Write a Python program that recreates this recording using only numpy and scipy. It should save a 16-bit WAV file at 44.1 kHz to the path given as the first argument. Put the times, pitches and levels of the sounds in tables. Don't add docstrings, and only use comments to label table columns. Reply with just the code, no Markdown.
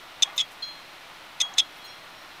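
import sys
import numpy as np
from scipy import signal
from scipy.fft import rfft, irfft, next_fast_len
from scipy.io import wavfile
from scipy.ndimage import uniform_filter1d

SR = 44100
rng = np.random.default_rng(int(sys.argv[2]) if len(sys.argv) > 2 else 0)


def ratio_of_db(decibels):
    return 10 ** (np.asarray(decibels, float) / 20)


def master_out(mix):
    frames = np.transpose(np.atleast_2d(mix))
    ceiling = np.clip(frames, -1, 1)
    pcm = np.round(ceiling * 32767).astype(np.int16)
    wavfile.write(sys.argv[1], SR, pcm)


N = 105840

# f/Hz, width/Hz, level/dB
BEARING_MODES = [(2060, 244, -12.5), (2572, 96, -12.5), (2920, 110, -14), (3580, 190, 2), (5200, 310, -1),
                 (6070, 170, -8), (6796, 260, -10), (3960, 140, -16), (7480, 330, -14), (8340, 43, -32),
                 (9140, 260, -25.5), (10170, 120, -29.5), (10900, 700, -24), (14000, 2900, -22)]


def times():
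    return np.arange(N) / SR


def filtered(x, order, hz, kind):
    return signal.sosfilt(signal.butter(order, hz, kind, fs=SR, output="sos"), x)


def ring(clicks, hz, t60):
    r = ratio_of_db(-60 / (t60 * SR))
    w = 2 * np.pi * hz / SR
    return signal.lfilter([0, np.sin(w)], [1, -2 * r * np.cos(w), r * r], clicks + 1e-18)


def burst(start, length, fade):
    t = times() - start
    return (t >= 0) * np.exp(-np.maximum(t - length, 0) / fade)


def slip_train(rows, fall_db):
    jolt = .3
    rows = np.array(rows)
    out = np.zeros(N + SR)
    ms = np.arange(1500) / SR * 1000
    gaps = np.append(np.diff(rows[:, 0]), 1)
    cycles = np.cumsum(np.append(0, gaps[:-1] * rows[:-1, 3]))
    ends = 1000 * gaps + .4 * np.append(rows[1:, 1], 0)
    for (s, rise, db, hz), end, cycle, luck in zip(rows, ends, cycles, rng.random(len(rows))):
        swell = np.sin(np.pi / 2 * np.minimum(ms / rise, 1)) ** 2
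        fall = ratio_of_db(db - fall_db * np.maximum(ms - rise, 0) ** 1.5)
        release = np.clip((end - ms) / max(end - rise, .3), 0, 1) ** .35
        swing = np.sin(2 * np.pi * (hz * ms / 1000 + cycle + jolt * (luck - .5)))
        i = int(s * SR)
        out[i:i + len(ms)] += swell * fall * release * swing
    return out[:N]


def race():
    # t/s, rise/ms, peak level/dB, f/Hz
    race_slips = [(0.2222, 2.5, -11, 3530.0), (0.2256, 1.0, -12, 3550.0), (0.2288, 0.6, -22, 3520.0),
                  (0.231, 2.9, -7, 3520.0), (0.378, 2.5, -14, 3650.0), (0.3827, 0.9, -24, 3640.0),
                  (0.3841, 0.7, -18, 3680.0), (0.3857, 1.5, -20, 3660.0), (0.388, 1.9, -19, 3510.0),
                  (0.393, 1.6, -15, 3600.0), (0.3961, 0.9, -23, 3240.0), (0.3977, 0.5, -27, 3310.0),
                  (0.3989, 0.8, -22, 3250.0), (0.4005, 1.8, -13, 3380.0), (0.4049, 1.1, -16, 3310.0),
                  (0.4078, 2.9, -14, 3400.0), (0.4124, 2.0, -18, 3420.0), (0.4152, 0.8, -27, 3320),
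                  (1.401, 1.0, -27, 3620.0), (1.4025, 0.7, -26, 3600.0), (1.4039, 1.4, -18, 3610.0),
                  (1.4073, 0.9, -19, 3570.0), (1.4097, 1.3, -20, 3740.0), (1.4119, 2.3, -11, 3530.0),
                  (1.416, 0.9, -16, 3520.0), (1.4188, 1, -25, 3330), (1.5807, 2.5, -14, 3680.0),
                  (1.5839, 1.8, -9, 3520.0), (1.5868, 0.7, -10, 3850.0), (1.5883, 0.7, -15, 3290.0),
                  (1.5899, 0.7, -15, 3420.0), (1.5921, 0.4, -27, 3550.0), (1.5928, 1.3, -11, 3580.0),
                  (1.5959, 2.3, -11, 3350.0), (1.599, 1.0, -12, 3280.0), (1.6007, 0.7, -13, 3240.0),
                  (1.6023, 1.0, -8, 3410.0), (1.6057, 1.2, -15, 3520.0), (1.6078, 0.8, -29, 3320)]
    return slip_train(race_slips, 1.8)


def rollers():
    knock_db, knocked_from_hz, contact_cut_hz = -4, 6600, 12000
    # t/s, rise/ms, peak level/dB, f/Hz
    roller_slips = [(0.2214, 2.5, -18, 6160.0), (0.2244, 0.6, -17, 6170.0), (0.2273, 1.1, -13, 6280.0),
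                    (0.2312, 0.6, -16, 6090.0), (0.2325, 0.7, -15, 6140.0), (0.377, 2.5, -27, 6890.0),
                    (0.38, 0.6, -26, 6890.0), (0.3813, 0.6, -27, 6230.0), (0.4023, 2.6, -30, 6690.0),
                    (0.4077, 2.9, -28, 6270.0), (0.4117, 0.9, -31, 6130.0), (1.401, 1.9, -27, 6360.0),
                    (1.4036, 1.0, -27, 6540.0), (1.4053, 1.8, -19, 6210.0), (1.4105, 0.7, -30, 6200.0),
                    (1.4116, 2.7, -18, 6230.0), (1.4156, 0.9, -16, 6190.0), (1.4174, 0.8, -18, 6250.0),
                    (1.58, 2.2, -25, 6540.0), (1.5836, 2.9, -14, 6230.0), (1.5885, 1.2, -26, 6140.0),
                    (1.5903, 1.7, -28, 6530.0), (1.5929, 0.7, -24, 6680.0), (1.5947, 1.6, -26, 6220.0),
                    (1.5985, 1.9, -25, 6260.0), (1.6034, 1.6, -31, 6310.0)]
    knocks = np.zeros(N)
    for (s, rise, db, _), luck in zip(roller_slips, rng.random((len(roller_slips), 6))):
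        at = (SR * (s + rise / 1000 * (.3 + luck))).astype(int)
        knocks[at] += ratio_of_db(db + knock_db) * (-1) ** np.arange(6)
    top = np.zeros(N)
    for k, (hz, width, db) in enumerate(BEARING_MODES):
        if hz > knocked_from_hz:
            top += ratio_of_db(db) * ring(knocks, hz, 1.9 / width) * (-1) ** k
    top = filtered(top, 2, [knocked_from_hz, contact_cut_hz], "band")
    return slip_train(roller_slips, 3) + top


def cage():
    # t/s, rise/ms, peak level/dB, f/Hz
    cage_slips = [(0.2214, 1.3, -31, 5090.0), (0.2236, 1.9, -28, 4940.0), (0.2261, 0.9, -20, 5090.0),
                  (0.2305, 1.4, -21, 5280.0), (0.3782, 2.5, -25, 5320.0), (0.3849, 0.8, -34, 4970.0),
                  (0.3887, 1.2, -37, 5100.0), (0.392, 2.5, -30, 5290.0), (0.4034, 2.9, -31, 5460.0),
                  (0.4101, 1.8, -30, 5420.0), (1.4023, 2.5, -28, 5090.0), (1.4057, 1.2, -27, 5110.0),
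                  (1.4114, 0.9, -28, 5160.0), (1.4147, 2.2, -24, 5280.0), (1.4187, 0.9, -34, 5480.0),
                  (1.5826, 2.5, -18, 5230.0), (1.5869, 0.9, -20, 5010.0), (1.5891, 0.7, -28, 4900.0),
                  (1.5906, 0.9, -30, 5500.0), (1.5925, 1.1, -23, 5310.0), (1.5981, 1.3, -21, 5290.0),
                  (1.602, 1.6, -27, 5290.0)]
    return slip_train(cage_slips, 2)


def grit():
    contacts_per_s, spread_db, fade_s = 4000, 2.5, .004
    upper_db, upper_from_hz, under_slips_db = 1, 4500, -6.5
    grind_starts = [
        .222,
        .360,
        .3785,
        1.4015,
        1.572,
        1.581,
    ]
    # length/s, level/dB
    grinds = [
        (0.014, -26.5),
        (0.024, -45),
        (0.037, -33.5),
        (0.016, -29),
        (0.008, -41),
        (0.016, -26),
    ]
    slip_modes = [
        3560,
        5240,
        6200,
    ]
    load = sum(ratio_of_db(db) * burst(s, length, fade_s) for s, (length, db) in zip(grind_starts, grinds))
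    sizes = ratio_of_db(spread_db * np.minimum(rng.exponential(1, N), 4)) * rng.choice([-1, 1], N)
    clicks = load * sizes * (rng.random(N) < contacts_per_s / SR)
    out = np.zeros(N)
    for k, (hz, width, db) in enumerate(BEARING_MODES):
        near_slips = min(abs(hz - np.array(slip_modes))) < 300
        level = db + upper_db * (hz > upper_from_hz) + under_slips_db * near_slips
        struck = clicks * rng.uniform(.2, 1, N)
        out += ratio_of_db(level) * ring(struck, hz, 2.2 / width) * (-1) ** k
    return filtered(out, 2, 840, "high")


def valley(x):
    share = .55
    gap = [
        4300,
        4800,
    ]
    stopped = filtered(x, 1, gap, "bandstop")
    return filtered(share * stopped + (1 - share) * x, 2, 700, "high")


def swelling_mode(s, hz, db, t60, swell_ms):
    t = np.maximum(times() - s, 0)
    return ratio_of_db(db - 60 * t / t60) * (1 - np.exp(-1000 * t / swell_ms)) * np.sin(2 * np.pi * hz * t)


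def caught_flange():
    # t/s, f/Hz, level/dB, t60/s, swell/ms
    catch_rings = [(.236, 3310, -34.5, 0.23, 2), (.416, 3312, -23, 0.085, 1.4), (.413, 6620, -42, .08, 2),
                   (1.418, 3310, -21, 0.21, 3), (1.416, 6620, -37.5, 0.14, 2.75),
                   (1.416, 11000, -50, 0.098, 3), (1.609, 3310, -26, 0.1, 2), (1.608, 3620, -35, 0.07, 2),
                   (1.572, 3400, -32, .08, 1.2), (1.583, 7380, -25, .04, 1.5), (1.412, 2030, -34, .06, 2),
                   (.224, 6720, -26, .05, 2), (1.586, 10140, -42, 0.1, 2)]
    return sum(swelling_mode(*row) for row in catch_rings)


def free_flange():
    touch_db = 5
    # t/s, f/Hz, level/dB, t60/s, swell/ms
    free_rings = [(.624, 3322, -39, .4, 3), (.624, 3309, -51, .4, 3), (.622, 4157, -34, .45, 4),
                  (.622, 4169, -36, .22, 4), (.624, 4737, -50, .15, 2), (.630, 5545, -50, .15, 8),
                  (.624, 6613, -57, .5, 3), (.624, 11090, -64, .1, 2), (1.775, 3319, -51, .6, 15),
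                  (1.846, 3315, -53, .9, 3), (1.838, 4172, -51, 1.0, 9), (1.838, 4161, -41, .19, 12),
                  (1.66, 3315, -55, .4, 9), (1.722, 3315, -54, .3, 9), (1.61, 4165, -60, 1.2, 9),
                  (1.69, 5545, -66, 1.5, 9), (1.872, 5545, -48, .25, 8), (1.848, 6568, -56, .2, 4),
                  (1.848, 8242, -62, .2, 4), (1.848, 11090, -61, .16, 4), (2.135, 5545, -58, .9, 25)]
    return sum(swelling_mode(s, hz, db + touch_db, t60, swell) for s, hz, db, t60, swell in free_rings)


def thuds():
    # t/s, f/Hz, level/dB
    play_thuds = [
        (.273, 800, -36),
        (.274, 1150, -41),
        (.287, 850, -40),
        (.307, 1050, -39),
        (.378, 1000, -40),
        (1.501, 800, -39),
        (1.518, 1150, -40),
        (1.538, 750, -41),
        (1.583, 920, -37),
    ]
    return sum(swelling_mode(s, hz, db, t60=.071, swell_ms=2.1) for s, hz, db in play_thuds)


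def scuffs():
    # t/s, length/s, centre f/Hz, width/Hz, level/dB
    rubs = [(0.25, 0.079, 2100, 900, -48.5), (.2, .22, 984, 694, -48.5), (1.4, 0.14, 160, 120, -67),
            (.362, 0.031, 13400, 4000, -51.5), (0.512, 0.035, 8900, 9000, -58.5),
            (1.39, 0.26, 1030, 798, -48.5), (1.538, 0.0053, 6450, 900, -42.5), (1.54, .005, 4100, 400, -52),
            (1.584, .004, 8800, 4400, -36), (.6232, .003, 6000, 9000, -46), (1.755, 0.007, 5030, 5900, -51),
            (1.765, 0.04, 12500, 6000, -62), (1.842, .027, 14500, 2400, -57),
            (2.224, .012, 14300, 1200, -64)]
    out = np.zeros(N)
    lumps = np.repeat(rng.uniform(.5, 1.5, N // 150 + 1), 150)[:N]
    for s, length, hz, width, db in rubs:
        edges = np.clip([hz - width / 2, hz + width / 2], 30, 20000)
        x = filtered(rng.standard_normal(N) * lumps, 2, edges, "band")
        press = uniform_filter1d(burst(s, .7 * length, .3 * length), size=int(.2 * length * SR))
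        out += ratio_of_db(db) * press * x / x.std()
    return out


def shop(x):
    t60_s = .15
    size = next_fast_len(N + SR)
    w = 2 * np.pi * np.fft.rfftfreq(size)
    echo = 0
    for k, lag in enumerate(rng.uniform(.0099, .022, 10) * SR):
        z = ratio_of_db(-60 * lag / SR / t60_s) * np.exp(-1j * w * lag)
        echo = echo + (-1) ** k * z / (1 - z)
    return irfft(echo * rfft(x, size), size)[:N]


def coloured(points, db):
    hz = np.fft.rfftfreq(N, 1 / SR) + 1
    p = np.array(points)
    gain = ratio_of_db(np.interp(np.log(hz), np.log(p[:, 0]), p[:, 1], left=-120, right=-120))
    x = irfft(gain * rfft(rng.standard_normal(N)), N)
    return ratio_of_db(db) * x / x.std()


def room_noise():
    # f/Hz, level per Hz/dB
    machines = [(12, -38), (20, -4.5), (27, -16.5), (166, -8.5), (217, -11.5), (323, -6.5), (447, -10.5),
                (642, -3), (1500, -2.5), (1950, -75), (3300, -120)]
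    # f/Hz, level per Hz/dB
    air = [(1100, -31), (1650, -1.5), (2150, -1.5), (4150, -5), (4540, -10.5), (5500, -13), (7120, -20),
           (16400, -24.5)]
    return coloured(machines, -49.5) + coloured(air, -48)


def scene():
    bearing = race() + rollers() + cage() + valley(grit())
    hub = bearing + caught_flange() + free_flange() + thuds() + scuffs()
    return (hub + ratio_of_db(-35) * shop(hub) + room_noise())[None]


def top_cut(x):
    return signal.sosfilt(signal.butter(12, 16450, fs=SR, output="sos"), x)


def record(dry):
    top_hz, offset = 15950, -.0005
    cut = signal.sosfilt(signal.cheby2(8, 25, top_hz, fs=SR, output="sos"), dry)
    return top_cut(cut + offset)


dry = scene()
out = record(dry)
master_out(out)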